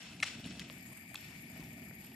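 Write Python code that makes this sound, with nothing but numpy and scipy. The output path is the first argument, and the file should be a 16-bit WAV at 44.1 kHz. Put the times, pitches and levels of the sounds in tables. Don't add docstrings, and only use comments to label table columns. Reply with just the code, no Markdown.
import sys
import numpy as np
from scipy import signal
from scipy.io import wavfile

SR = 44100
rng = np.random.default_rng(int(sys.argv[2]) if len(sys.argv) > 2 else 0)


def amplitude_ratio(level_db):
    exponent = np.asarray(level_db, float) / 20
    return 10 ** exponent


def wrap_up_sound(samples):
    columns = np.atleast_2d(samples).T
    tamed = np.clip(columns, -1, 1)
    steps = np.round(tamed * 32767).astype(np.int16)
    wavfile.write(sys.argv[1], SR, steps)


N = 94815
BITE = 0.55
SKIER_SIDE_DB = 3
HISS_GAIN_HZ = 11750


def rms_one(x):
    return x / np.sqrt(np.mean(x ** 2) + 1e-20)


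def at_hz(points, hz):
    curve_hz, values = np.transpose(points)
    return np.interp(np.log(hz), np.log(curve_hz), values)


def drift(rate_hz):
    r = np.exp(-2 * np.pi * rate_hz / (SR / 20))
    slow = signal.lfilter([1], [1, -2 * r, r * r], rng.standard_normal(N // 20 + 2002))
    slow = rms_one(slow[2000:])
    return np.interp(np.arange(N) / 20, np.arange(len(slow)), slow)


def bandpass(x, order, band_hz):
    return signal.sosfilt(signal.butter(order, band_hz, "band", fs=SR, output="sos"), x)


def resonate(x, hz, width_hz):
    r = np.exp(-np.pi * width_hz / SR)
    poles = [1, -2 * r * np.cos(2 * np.pi * hz / SR), r * r]
    return signal.lfilter([(1 - r * r) / 2, 0, (r * r - 1) / 2], poles, x + 1e-18)


def pan(x, db, lag_s=0.0):
    t = np.arange(x.shape[-1])
    late = np.interp(t - lag_s * SR, t, x)
    return np.array([x * amplitude_ratio(db / 2), late * amplitude_ratio(-db / 2)])


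def place(track, start_s, sound):
    at = int(start_s * SR)
    track[at:at + len(sound)] += sound


def banded(white, spectrum, patchy_db, rate_hz):
    # frequency in Hz, shared part from 0 to 1.
    likeness = [(60, 1), (250, 0.99), (600, 0.79), (1400, 0.6), (3000, 0.86), (7000, 0), (15000, 0)]
    edges = spectrum[0][0] * 2 ** (np.arange(40) / 3)
    edges = edges[edges < 1.2 * spectrum[-1][0]]
    out, together = 0, drift(rate_hz)
    for k, (low, high) in enumerate(zip(edges, edges[1:])):
        mid, side = bandpass(white[k % 2], 2, [low, high])
        hz = np.sqrt(low * high)
        alike = np.clip(at_hz(likeness, hz), -1, 1)
        flicker = 0.64 * together + 0.88 * drift(rate_hz)
        gain = amplitude_ratio(at_hz(spectrum, hz) + patchy_db * flicker)
        stereo = np.sqrt(1 + alike) * mid + np.sqrt(1 - alike) * side * [[1], [-1]]
        out = out + gain * stereo
    return rms_one(out)


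def outdoor_air():
    # frequency in Hz, density in dB per Hz.
    air_colour = [(240, -24), (400, -31), (708, 9), (893, 1), (1140, 1), (3070, 0.5), (5030, -11.5),
                  (9610, -0.5), (16000, -21)]
    white = rng.standard_normal((2, 2, N))
    return amplitude_ratio(-65) * banded(white, air_colour, patchy_db=5.0, rate_hz=18.0)


def wheels():
    # time in seconds, level in dB.
    roll_levels = [(0.0, -56), (0.3, -53), (0.32, -56.5), (0.4, -48.5), (0.419, -58.5), (0.459, -42),
                   (0.48, -54.5), (0.5, -46.5), (0.55, -49.5), (0.88, -56), (0.909, -52), (0.95, -58.5),
                   (1.339, -53.5), (1.38, -55), (1.57, -50.5), (1.6, -51.5), (1.62, -50), (2.15, -55.5)]
    # frequency in Hz, density in dB per Hz.
    roll_colour = [(15, -23), (25, -16.5), (124, -1), (204, 2.5), (315, -4), (465, -29), (667, -15.5),
                   (835, -17.5), (900, -39.5), (1170, -28), (1980, -120)]
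    s, db = np.transpose(roll_levels)
    level = amplitude_ratio(np.interp(np.arange(N) / SR, s, db))
    white = rng.standard_normal((2, 2, N))
    return level * banded(white, roll_colour, patchy_db=-0.5, rate_hz=79.0)


def scrapes():
    # start in seconds, level in dB, rise in seconds, T60 in seconds.
    drags = [
        (0, -49, 0.0057, 1.13),
        (0.241, -42.5, 0.015, 0.77),
        (0.421, -51.5, 0.037, 1.76),
        (0.593, -50.5, 0.0018, 0.39),
        (1.158, -54.5, 0.011, 1.88),
        (1.5, -61.5, 0.065, 2.1),
        (1.95, -61, 0.1, 0.94),
    ]
    # frequency in Hz, density in dB per Hz.
    grit_colour = [(290, -55), (500, -12.5), (831, -13), (1000, -14), (1300, -10), (2260, -4), (3440, -5),
                   (7980, -15.5), (16000, -66)]
    # frequency in Hz, width in Hz, level in dB.
    shaft_tones = [(2120, 60, -8), (2620, 110, -6), (2920, 90, -9), (3450, 50, -8), (5420, 90, -7),
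                   (7020, 80, -14), (7750, 70, -14)]
    grains_per_s, grain_spread_db, grain_share, ring_db = 3000, 3.0, 0.25, -3.5

    t, power = np.arange(N) / SR, 0
    for s, db, rise, t60 in drags:
        decay = amplitude_ratio(db - 60 * np.maximum(t - s - rise, 0) / t60)
        power = power + (decay * np.clip((t - s) / rise, 0, 1)) ** 2

    grain_size = amplitude_ratio(grain_spread_db * np.minimum(rng.exponential(1, N), 5))
    grit = grain_size * (rng.random(N) < grains_per_s / SR)
    grain_gate = rms_one(signal.lfilter([1], [1, -0.9], grit))
    white = rng.standard_normal((2, 2, N)) * (grain_share * grain_gate + 1 - grain_share)

    hiss = banded(white, grit_colour, patchy_db=1.5, rate_hz=40.0)
    rung = 0
    for hz, width_hz, db in shaft_tones:
        rung = rung + amplitude_ratio(db) * rms_one(resonate(white[1], hz, width_hz))
    mix = rms_one(hiss + amplitude_ratio(ring_db) * rung)
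    return np.sqrt(power) * mix * amplitude_ratio([[SKIER_SIDE_DB / 2], [-SKIER_SIDE_DB / 2]])


def contact(length_s, low_hz, high_hz):
    t = np.arange(SR // 8) / SR / length_s
    hits = rng.standard_normal(len(t)) * np.sin(np.pi * np.clip(t, 0, 1) ** BITE)
    out = bandpass(hits + 1e-18, 3, [low_hz, high_hz])
    return out / np.abs(out).max()


def ticks():
    # start in seconds, peak in
    # dB, length in seconds, low edge in Hz, high edge in Hz.
    touches = [(0.2009, -34.5, 0.0026, 2110, 2800), (.2010, -44, 0.0033, 3750, 4170),
               (0.2, -44, 0.0061, 5000, 9400), (0.2254, -31, 0.014, 1500, 4600),
               (.2258, -33.5, 0.019, 4600, 10200), (.2290, -38, 0.014, 877, 1700),
               (0.234, -31.5, .013, 1520, 4000), (0.237, -37.5, 0.013, 4540, 7140),
               (0.26, -36.5, .016, 2040, 4260), (.2610, -45, .013, 5000, 9400),
               (0.442, -40, 0.0041, 2600, 4280), (0.451, -42, 0.006, 2400, 3100),
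               (0.46, -41, 0.0044, 2800, 4260), (0.4603, -48, 0.0038, 5000, 11600),
               (.4980, -51, .004, 3500, 6460), (0.507, -43.5, 0.0034, 2000, 6000),
               (0.5947, -43.5, 0.0024, 6800, 13100), (.5990, -42, 0.0075, 2520, 8500),
               (0.613, -44, 0.0094, 1730, 2420), (.6520, -57, .003, 2500, 3620),
               (1.1437, -34.5, 0.0012, 9350, 13700), (1.1440, -41, 0.0039, 2800, 8500),
               (1.1455, -41, 0.0016, 7040, 14000), (1.151, -48, .010, 650, 1410),
               (1.1558, -39, 0.005, 4020, 8000), (1.1572, -38.5, 0.0036, 2200, 3620),
               (1.173, -52, 0.004, 2900, 4000), (1.62, -53, 0.02, 726, 900),
               (1.6420, -51, 0.0022, 4300, 6560), (1.909, -49, 0.0033, 690, 1720)]
    out = np.zeros(N + SR)
    for s, db, length_s, low_hz, high_hz in touches:
        place(out, s, amplitude_ratio(db) * contact(length_s, low_hz, high_hz))
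    return pan(out[:N], SKIER_SIDE_DB)


def shaft(length_s):
    # frequency in Hz, level in dB.
    modes = [(620, -52.5), (764, -56), (1201, -47), (1337, -46), (1800, -38), (2115, -31.5), (2400, -40),
             (2565, -37), (2757, -39), (3418, -43), (4075, -44.5), (5540, -45), (5770, -45), (3025, -49)]
    t, out = np.arange(SR // 8) / SR, 0
    for hz, db in modes:
        phase_turns, late = rng.random(2)
        r = amplitude_ratio(-60 * hz / (12 * SR))
        delay_s = 0.002 * 1000 / hz
        bite = np.clip((t - delay_s) / length_s, 0, 1)
        swell = signal.lfilter([1], [1, -r], np.sin(np.pi * bite ** (BITE + 0.5 * late)))
        out = out + amplitude_ratio(db) * rms_one(swell) * np.sin(2 * np.pi * (hz * t + phase_turns))
    return out / np.abs(out).max()


def plants():
    # start in seconds, peak in dB, contact length in seconds.
    firm_plants = [
        (0.2247, -17.5, 0.011),
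    ]
    out = np.zeros(N + SR)
    for s, db, length_s in firm_plants:
        crack = amplitude_ratio(-24) * contact(length_s, 920, 8000)
        place(out, s, amplitude_ratio(db) * (shaft(length_s) + crack))
    return pan(out[:N], SKIER_SIDE_DB)


def knocks():
    # start in seconds, peak in dB, length in seconds, first pitch in Hz, last in Hz.
    glides = [(.3880, -41, .010, 220, 130), (.5953, -35, .0013, 6500, 2800),
              (.5957, -36, .0022, 3400, 2800), (.5958, -43, .003, 1950, 1750),
              (.6992, -34, .0011, 4200, 1400), (.7000, -49, .003, 1500, 900), (.7015, -48, .004, 700, 500),
              (1.1440, -41, .0045, 2600, 650), (1.1546, -37, .0012, 4600, 2400),
              (1.1558, -39.5, .0042, 2650, 2550), (1.1558, -38.5, .0042, 3550, 3450),
              (1.1555, -44, .004, 4350, 4250), (1.5960, -38, .010, 260, 130),
              (1.9098, -49, .003, 2000, 1750), (1.9105, -47.5, .005, 480, 300)]
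    out = np.zeros(N + SR)
    for s, db, length_s, first_hz, last_hz in glides:
        share = np.arange(int(length_s * SR)) / (length_s * SR)
        turns = np.cumsum(first_hz * (last_hz / first_hz) ** share) / SR
        swell = np.sin(np.pi * share ** BITE)
        place(out, s, amplitude_ratio(db) * swell * np.sin(2 * np.pi * turns))
    return pan(out[:N], SKIER_SIDE_DB / 2)


def motor_steps():
    step_hz, jitter_steps, weak_db, spread_db = 445.2, 0.05, -37, 2.5
    k = np.arange(int(N / SR * 420))
    luck = rng.standard_normal((len(k), 2))
    at = np.abs((k + jitter_steps * luck[:, 0]) / step_hz * SR).astype(int)
    steps = np.zeros(2 * N)
    steps[at] = amplitude_ratio(weak_db * (k % 2) + spread_db * luck[:, 1])
    return steps[:N] * rng.choice([-1, 1], N)


def zoom_motor():
    # frequency in Hz, width in Hz, buzz in dB, hiss in dB,
    # left over right in dB.
    housing = [(1833, 220, -90, -72, 20.5), (2272, 334, -62.5, -67, 14.5), (4830, 450, -105, -86, 35),
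               (7280, 1400, -75, -73.5, 14.5), (9200, 2300, -72.5, -77.5, -4), (10850, 750, -74, -73.5, -8),
               (11450, 280, -84, -67.5, -9), (11930, 310, -71.5, -68, -6.5)]
    on_s, rise_s, far_side_lag_s = 0.663, 0.044, 0.0002227
    own_hiss_db = -7
    wash_db, wash_hz, wash_side_db = -74, (6000, 15200), 3

    steps = motor_steps()
    t, out = np.arange(N) / SR - on_s, 0
    throb_db = 3 * drift(61.0)
    for hz, width_hz, buzz_db, hiss_db, side_db in housing:
        grows = 4 * np.exp(-((hz - HISS_GAIN_HZ) / 750) ** 2) - 2 * (hz > wash_hz[0])
        throb_here = throb_db * min(hz / 8950, 1)
        hiss_level = amplitude_ratio(hiss_db + grows * t + throb_here + 1.6 * drift(60.0))
        buzz = resonate(resonate(steps, hz, width_hz), hz, 2 * width_hz)
        buzz = amplitude_ratio(buzz_db) * rms_one(buzz)
        white = rng.standard_normal((3, N))
        hiss = rms_one(resonate(resonate(white, hz, width_hz), hz, 0.78 * width_hz))
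        out = out + pan(buzz + hiss_level * hiss[0], side_db, far_side_lag_s)
        out = out + hiss_level * amplitude_ratio(own_hiss_db) * hiss[1:]

    wash = rms_one(bandpass(rng.standard_normal((2, N)), 2, wash_hz))
    wash = wash * amplitude_ratio([[wash_side_db / 2], [-wash_side_db / 2]])
    out = out + amplitude_ratio(wash_db + throb_db) * wash
    return out * np.clip(t / rise_s, 0, 1)


def gear():
    # place as share of a turn, peak in dB, low edge in Hz, high edge in Hz.
    teeth = [
        (0., -53, 11000, 13000),
        (0., -55, 6800, 9600),
        (.125, -60, 11000, 12600),
        (.44, -56.5, 8600, 9600),
        (0.439, -55, 6700, 7700),
        (.64, -59, 6740, 9700),
    ]
    first_s, turn_s, tooth_s = 0.7805, 0.2134, 0.008
    fade_db_per_turn, spread_db = 0.6, 1.2
    out = np.zeros(N + SR)
    for turn in range(7):
        for share, db, low_hz, high_hz in teeth:
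            fade_db = fade_db_per_turn * turn * (high_hz < HISS_GAIN_HZ)
            level = amplitude_ratio(db - fade_db + spread_db * rng.standard_normal())
            tick = level * contact(tooth_s, low_hz, high_hz)
            place(out, first_s + (turn + share) * turn_s, tick)
    return pan(out[:N], 4)


def scene():
    skier = wheels() + scrapes() + ticks() + plants() + knocks()
    return outdoor_air() + skier + zoom_motor() + gear()


def low_pass(x):
    return signal.sosfilt(signal.butter(12, 16310, fs=SR, output="sos"), x)


def record(dry):
    low_cut = signal.butter(2, 40, "high", fs=SR, output="sos")
    top_cut = signal.cheby2(8, 40, 16500, fs=SR, output="sos")
    mix = signal.sosfilt(top_cut, signal.sosfilt(low_cut, dry))
    return low_pass(mix)


dry = scene()
out = record(dry)
wrap_up_sound(out)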